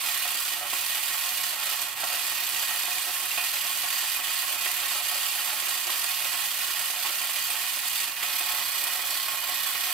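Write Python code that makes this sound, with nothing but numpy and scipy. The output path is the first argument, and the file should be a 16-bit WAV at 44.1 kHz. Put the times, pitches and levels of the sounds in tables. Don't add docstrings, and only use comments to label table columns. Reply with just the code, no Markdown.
import sys
import numpy as np
from scipy import signal
from scipy.fft import rfft, irfft, next_fast_len
from scipy.io import wavfile
from scipy.ndimage import uniform_filter1d

SR = 44100
rng = np.random.default_rng(int(sys.argv[2]) if len(sys.argv) > 2 else 0)


def waveform_to_disk(signal):
    frames = np.transpose(np.atleast_2d(signal))
    scaled = np.clip(frames, -1, 1) * 32767
    samples = np.round(scaled).astype(np.int16)
    wavfile.write(sys.argv[1], SR, samples)


N = 437913
T = np.arange(N) / SR


def amp(db):
    return 10 ** (np.asarray(db) / 20)


def unit(x):
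    return x / np.sqrt(np.mean(x ** 2) + 1e-20)


def read(points, hz):
    f, value = np.transpose(points)
    return np.interp(np.log(hz + 1), np.log(f), value)


def wander(per_s):
    size = next_fast_len(N, True)
    f = np.fft.rfftfreq(size, 1 / SR)
    slow = rfft(rng.standard_normal(size)) / (1 + (f / per_s) ** 4)
    return unit(irfft(slow, size)[:N])


def impacts(per_s, spread_db):
    happens = rng.random(N) < per_s / SR
    sign = rng.choice([-1, 1], N)
    return happens * sign * amp(spread_db * np.clip(rng.standard_normal(N), -2, 2))


def bursts(times, levels_db, rise_s, fade_s, first):
    bounces, force = impacts(5000, spread_db=1.0), np.zeros(N)
    for s, db in zip(times, levels_db):
        start = int(s * SR)
        age = np.maximum(T[start:][:SR // 5] - s, 0)
        swell = (1 - np.exp(-age / rise_s)) * np.exp(-age / fade_s)
        run = bounces[start:][:len(age)] * swell
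        run[int(rise_s * SR):][:1] += first
        force[start:start + len(age)] += amp(db) * run
    return force


def bells(modes, hz):
    centre, width = np.transpose(modes)[:2]
    return 1 / (1 + (2 * (hz[:, None] - centre) / width) ** 2)


def coloured(x, db):
    cepstrum = irfft(np.log(amp(np.atleast_2d(db))))
    half = cepstrum.shape[1] // 2
    cepstrum[:, 1:half] *= 2
    cepstrum[:, half + 1:] = 0
    return signal.oaconvolve(x, irfft(np.exp(rfft(cepstrum))), axes=1)[:, :N]


# f/Hz, likeness (0 to 1)
SIDE_LIKENESS = [(200, 0.26), (600, 0.96), (1400, 0.9), (2800, 0.73), (5000, 0.4), (7500, 0.094),
                 (15000, 0.05)]


def rings(t60, direct, patchy_db, count, size):
    t, hz = np.arange(size) / SR, np.fft.rfftfreq(size, 1 / SR)
    fade = amp(-60 * t / t60) + amp(-14.5 - 60 * t / 0.32)
    tail = rng.standard_normal((count, 2, size)) * fade
    tail /= np.linalg.norm(tail, axis=2, keepdims=True)
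    front_at = rng.integers(90, 110, (count, 2))
    tail[np.arange(count)[:, None], [0, 1], front_at] += direct
    rough = rng.standard_normal((count, 1, len(hz)))
    patches = unit(signal.oaconvolve(rough, np.hanning(48)[None, None], "same"))
    z = rfft(np.roll(tail, 128, axis=2)) * amp(patchy_db * patches)
    z /= np.sqrt(uniform_filter1d(np.mean(abs(z) ** 2, axis=0), size=14, axis=1))
    same = np.clip(read(SIDE_LIKENESS, hz), 0, 1)
    z[:, 1] = same * z[:, 0] + np.sqrt(1 - same ** 2) * z[:, 1]
    return irfft(z[:, ::-1])[..., :size * 3 // 4]


# f/Hz, level/dB
TIN_COLOUR = [(200, -23), (350, -18.5), (450, -24.5), (560, -9.5), (1000, -6), (1600, -5), (2300, -3.5),
              (3200, -2), (4800, -1), (5600, -5.5), (7000, -5.5), (9000, -4), (12500, -3), (15600, -9.5)]
# f/Hz, left-right level/dB
SIDE_BALANCE = [(200, 0.6), (600, -3.8), (1400, -5.5), (2600, -4.8), (3500, -1.3), (4500, -4.8),
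                (7200, -3.7), (9800, -1.2), (12500, -5.4), (15600, -6.2)]
# f/Hz, width f/Hz, rise level/dB, left-right level/dB
PANEL_MODES = [(250, 33, 3, -5), (364.4, 44, 6, -3), (722, 31.5, 10.5, -0.5), (820, 14, 2.5, -3),
               (858, 24, 8, 2.5), (927, 13, 4, -2), (1095.3, 82, 10.5, -2.5), (1296, 48, 5.5, -1.5),
               (1390, 28, 5.5, -3.5), (1460, 11, 4.5, 5), (1875.5, 61, 10.5, 1.5), (1985, 16, 6, -7),
               (2260, 38, 1.5, 2), (2478, 72, 9, -4), (2740, 31, 9, -3), (2880, 28, 7.5, 2),
               (2967, 39, 7, -8.5), (3100, 74, 4.5, 2.5), (3215, 56, 4, 1), (3384, 67, 5, -7.5),
               (3590, 24, 6, 2), (4310, 140, 2, -3), (4790, 56, 3.5, 0), (4950, 115, 0.5, 1)]
# f/Hz, width f/Hz, rise level/dB, left-right level/dB
WHEEL_MODES = [(6120, 400, 4, 0), (7370, 240, 4.5, -4), (7820, 260, 3.5, 0), (8440, 330, 5.5, -2),
               (9060, 210, 2.5, 0), (9340, 92, 9, 1), (10120, 96, 5, 0), (10950, 140, 3.5, -2),
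               (11870, 270, 2.5, -8), (12500, 97, 5.5, -1), (15300, 760, 3, -5)]


def hull(force, colour, t60, direct, patchy_db=2, favour=0, count=6, size=8192):
    odds = rng.gumbel(size=(count, N // 16 + 1))
    if favour:
        drift = uniform_filter1d(rng.standard_normal(odds.shape), size=200, axis=1)
        odds += favour * unit(drift)
    point = np.repeat(odds.argmax(0), 16)[:N]
    x = 0
    for k, ring in enumerate(rings(t60, direct, patchy_db, count, size)):
        struck = (force * (point == k))[None]
        x = x + signal.oaconvolve(struck, ring, axes=1)[:, 128:N + 128]
    hz, modes = np.fft.rfftfreq(size, 1 / SR), np.vstack([PANEL_MODES, WHEEL_MODES])
    rise_db, side_db = (bells(modes, hz) @ modes[:, 2:]).T
    body_db = read(TIN_COLOUR, hz) + read(colour, hz) + rise_db
    balance_db = read(SIDE_BALANCE, hz) + side_db
    return coloured(x, body_db + np.array([[.5], [-.5]]) * balance_db)


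def dip(s, build_s, release_s, curvature=1.58):
    return np.interp(T, [s - build_s, s, s + release_s], [0, 1, 0]) ** curvature


# knock t/s, sag level/dB, pull length t/s, knock level/dB before gain, clank brightness level/dB
OAR_STROKES = [(0.727, 6, .14, -15.5, -8), (2.031, 7.5, .2, -11.5, -13), (3.373, 2, 0.34, -15, -2),
               (4.654, 2, 0.077, -18, 2), (5.891, 1, 0.18, -17.5, -3), (7.046, 2, .12, -16, -2.5),
               (8.225, 6.5, .15, -17, -2), (9.479, 3, 0.23, -20, -6)]
# t/s, sag level/dB (below zero it runs ahead)
GEAR_SNAGS = [(1.57, 3), (1.72, -1), (1.77, 2), (3.98, -2.5), (4.22, 4), (7.81, 3), (7.97, -2.5), (9.03, 2)]


def motor_drive(uneven_db=0.2, uneven_per_s=6, lead_s=0.083, recover_s=.12, snag_s=0.071):
    pulls = sum(sag_db * dip(s - lead_s, pull_s, recover_s) for s, sag_db, pull_s, _, _ in OAR_STROKES)
    catches = sum(sag_db * dip(s, snag_s, snag_s) for s, sag_db in GEAR_SNAGS)
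    return uneven_db * wander(uneven_per_s) - pulls - catches


def governor(speed, turn_hz=34.42):
    turns = np.cumsum(turn_hz * speed * (1 + .09 * wander(6))) / SR
    return 1.25 * (np.sin(2 * np.pi * turns) + .4 * np.sin(4 * np.pi * turns))


# f/Hz, level/dB
TOOTH_COLOUR = [(100, -21.5), (300, -11), (1000, -8.5), (1500, -4), (2100, -1.5), (2480, -0.5), (3300, 1),
                (7000, 0.5), (11000, 0), (14500, 5.5), (15800, -2.5)]


def gears(drive_db, sag=0.467, flutter_db=0.63, teeth_per_s=2600, level_db=-28.0):
    speed = amp(sag * (drive_db - np.median(drive_db)))
    press_db = governor(speed) + flutter_db * wander(100)
    hits = impacts(teeth_per_s * speed, spread_db=1.0)
    force = hits * amp(press_db) / np.sqrt(speed)
    whirr = hull(force, TOOTH_COLOUR, t60=0.045, direct=0.69, patchy_db=2.0, favour=.9, count=12)
    return amp(drive_db + level_db) * unit(whirr)


# f/Hz, level/dB
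RUB_COLOUR = [(40, -8), (130, -2), (300, 0), (1100, -3.5), (1700, -2.5), (2600, -3.5), (6000, -34)]


def linkage(drive_db, rattles_per_s=900, lurch_db=1.1, lurches_per_s=22, follow=0.22, level_db=-38.0):
    strength_db = lurch_db * wander(lurches_per_s) + follow * drive_db
    force = impacts(rattles_per_s, spread_db=2.0) * amp(strength_db)
    return amp(level_db) * unit(hull(force, RUB_COLOUR, t60=0.056, direct=0.42, patchy_db=3, favour=1.2))


# f/Hz, level/dB
AIR_COLOUR = [(15, -9), (30, -1), (60, 7.5), (110, 6), (200, 5.5), (400, -1.5), (2000, -64), (15000, -63)]


def room(air_db=-67, hum_db=-71, mains_hz=120):
    z = rfft(rng.standard_normal((3, N))) * amp(read(AIR_COLOUR, np.fft.rfftfreq(N, 1 / SR)))
    air = irfft(z, N)
    phase = 2 * np.pi * mains_hz * T + 0.3 * wander(4.4) + np.array([[0], [.7]])
    hum = np.sqrt(2) * np.sin(phase) * amp(1.5 * wander(5))
    return amp(air_db) * unit(air[:2] + 0.23 * air[2]) + amp(hum_db) * hum


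# t/s, level/dB before gain
SHARP_TICKS = [(0.175, -17), (0.4014, -24), (0.8081, -24), (0.848, -21), (1.8168, -15.5), (2.6894, -19),
               (3.7713, -18), (4.7136, -16), (5.916, -20), (6.8568, -22), (8.362, -17), (8.3923, -18),
               (8.838, -16), (9.0703, -19), (9.1054, -17), (9.2824, -21)]
# f/Hz, level/dB
SNAP_COLOUR = [(300, -25), (1500, 0.5), (4000, -5.5), (8000, 6.5), (15000, 4)]


def ticks(drive_db, level_db=9.0, small_db=-13.5, spread_db=5.0, count=45):
    s, db = np.transpose(SHARP_TICKS)
    at = rng.integers(0, N, count)
    small = small_db + drive_db[at] + spread_db * rng.uniform(-1, 1, count)
    times, levels_db = np.append(s, T[at]), np.append(db + level_db, small)
    force = bursts(times, levels_db, rise_s=.0008, fade_s=0.002, first=0.97)
    return hull(force, SNAP_COLOUR, t60=0.023, direct=0.61, patchy_db=1.0, count=4)


# t/s, level/dB before gain, brightness level/dB before gain
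ROD_CLACKS = [(0.249, -23, -3), (0.65, -29, 1), (1.311, -30, -4), (1.519, -24.5, -3), (1.716, -27, -3),
              (2.143, -27, -1), (2.313, -28, -2), (2.876, -27, -6.5), (3.644, -27.5, -2), (4.19, -25, -5),
              (4.907, -30, 5), (5.379, -29, 1), (5.619, -30, 5), (6.896, -28, -6), (7.766, -31, -2),
              (8.988, -30, 4), (9.28, -26, 0), (9.427, -25.5, -0.5), (9.517, -28, -1), (9.745, -25, 2)]
# f/Hz, level/dB
BLOW_COLOUR = [(60, -10), (250, 1.5), (700, 2.5), (1100, -2), (1600, -9), (3000, -28), (8000, -40)]
# f/Hz, level/dB
CLANK_COLOUR = [(300, -12), (1200, -7), (2400, 2), (3500, -6), (6000, -9), (15000, -27)]


def knocks(thud_db=11.5, clank_db=12.0, clack_db=5.0, clack_bright_db=-1):
    stroke_s, _, _, stroke_db, stroke_bright_db = np.transpose(OAR_STROKES)
    clacks = np.transpose(np.add(ROD_CLACKS, [0, clack_db, clack_bright_db]))
    s, db, bright_db = np.hstack([[stroke_s, stroke_db, stroke_bright_db], clacks])
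    thud = bursts(s, db + thud_db, rise_s=0.0015, fade_s=0.012, first=1.6)
    clank = bursts(s, db + bright_db + clank_db, rise_s=.003, fade_s=0.014, first=2.2)
    dull = hull(thud, BLOW_COLOUR, t60=0.049, direct=1.2, patchy_db=-0.5)
    bright = hull(clank, CLANK_COLOUR, t60=0.043, direct=1.0, patchy_db=2)
    return dull + bright


# t/s, f/Hz, peak level/dB before gain
PANEL_PINGS = [(2.914, 2480, -25), (3.31, 2750, -25), (3.374, 2490, -20.5), (3.403, 2480, -24),
               (4.659, 1870, -27), (4.984, 2410, -29), (5.385, 3100, -30.5), (7.058, 2580, -30),
               (8.708, 4310, -28)]


def pings(rise_s=0.0025, fade_s=0.0094, level_db=-4.5, side_db=-4):
    out = np.zeros(N)
    for s, hz, db in PANEL_PINGS:
        start = int(s * SR)
        t = T[:min(SR // 6, N - start)]
        envelope = (1 - np.exp(-t / rise_s)) * np.exp(-t / fade_s)
        swing = np.sin(2 * np.pi * (hz * t + rng.random())) * envelope
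        out[start:][:len(t)] += amp(db + level_db) * swing / abs(swing).max()
    return out * amp(side_db * np.array([[.5], [-.5]]))


# f/Hz, width f/Hz, change level/dB
SLIPPED_MODES = [(1086, 48, 2.5), (2080, 130, 1.5), (2740, 120, -5), (3380, 150, 1), (4240, 190, 3),
                 (5750, 240, 1), (6600, 420, -4), (9400, 350, -3), (11900, 90, 1), (12500, 180, 3),
                 (13130, 200, -1), (14300, 140, 4.5)]


def reseated(x, slip_s=8.25, change_s=0.075, size=8192):
    change_db = bells(SLIPPED_MODES, np.fft.rfftfreq(size, 1 / SR)) @ np.array(SLIPPED_MODES)[:, 2]
    shifted = coloured(x, change_db)
    return x + np.clip((T - slip_s) / change_s, 0, 1) * (shifted - x)


def scene():
    drive_db = motor_drive()
    boat = reseated(gears(drive_db) + linkage(drive_db) + knocks())
    return boat + room() + ticks(drive_db) + pings()


def record(dry, edge_hz=15800):
    low_pass = signal.firwin(511, edge_hz, window=("kaiser", 9), fs=SR)
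    return signal.oaconvolve(dry, low_pass[None], "same")


dry = scene()
out = record(dry)
waveform_to_disk(out)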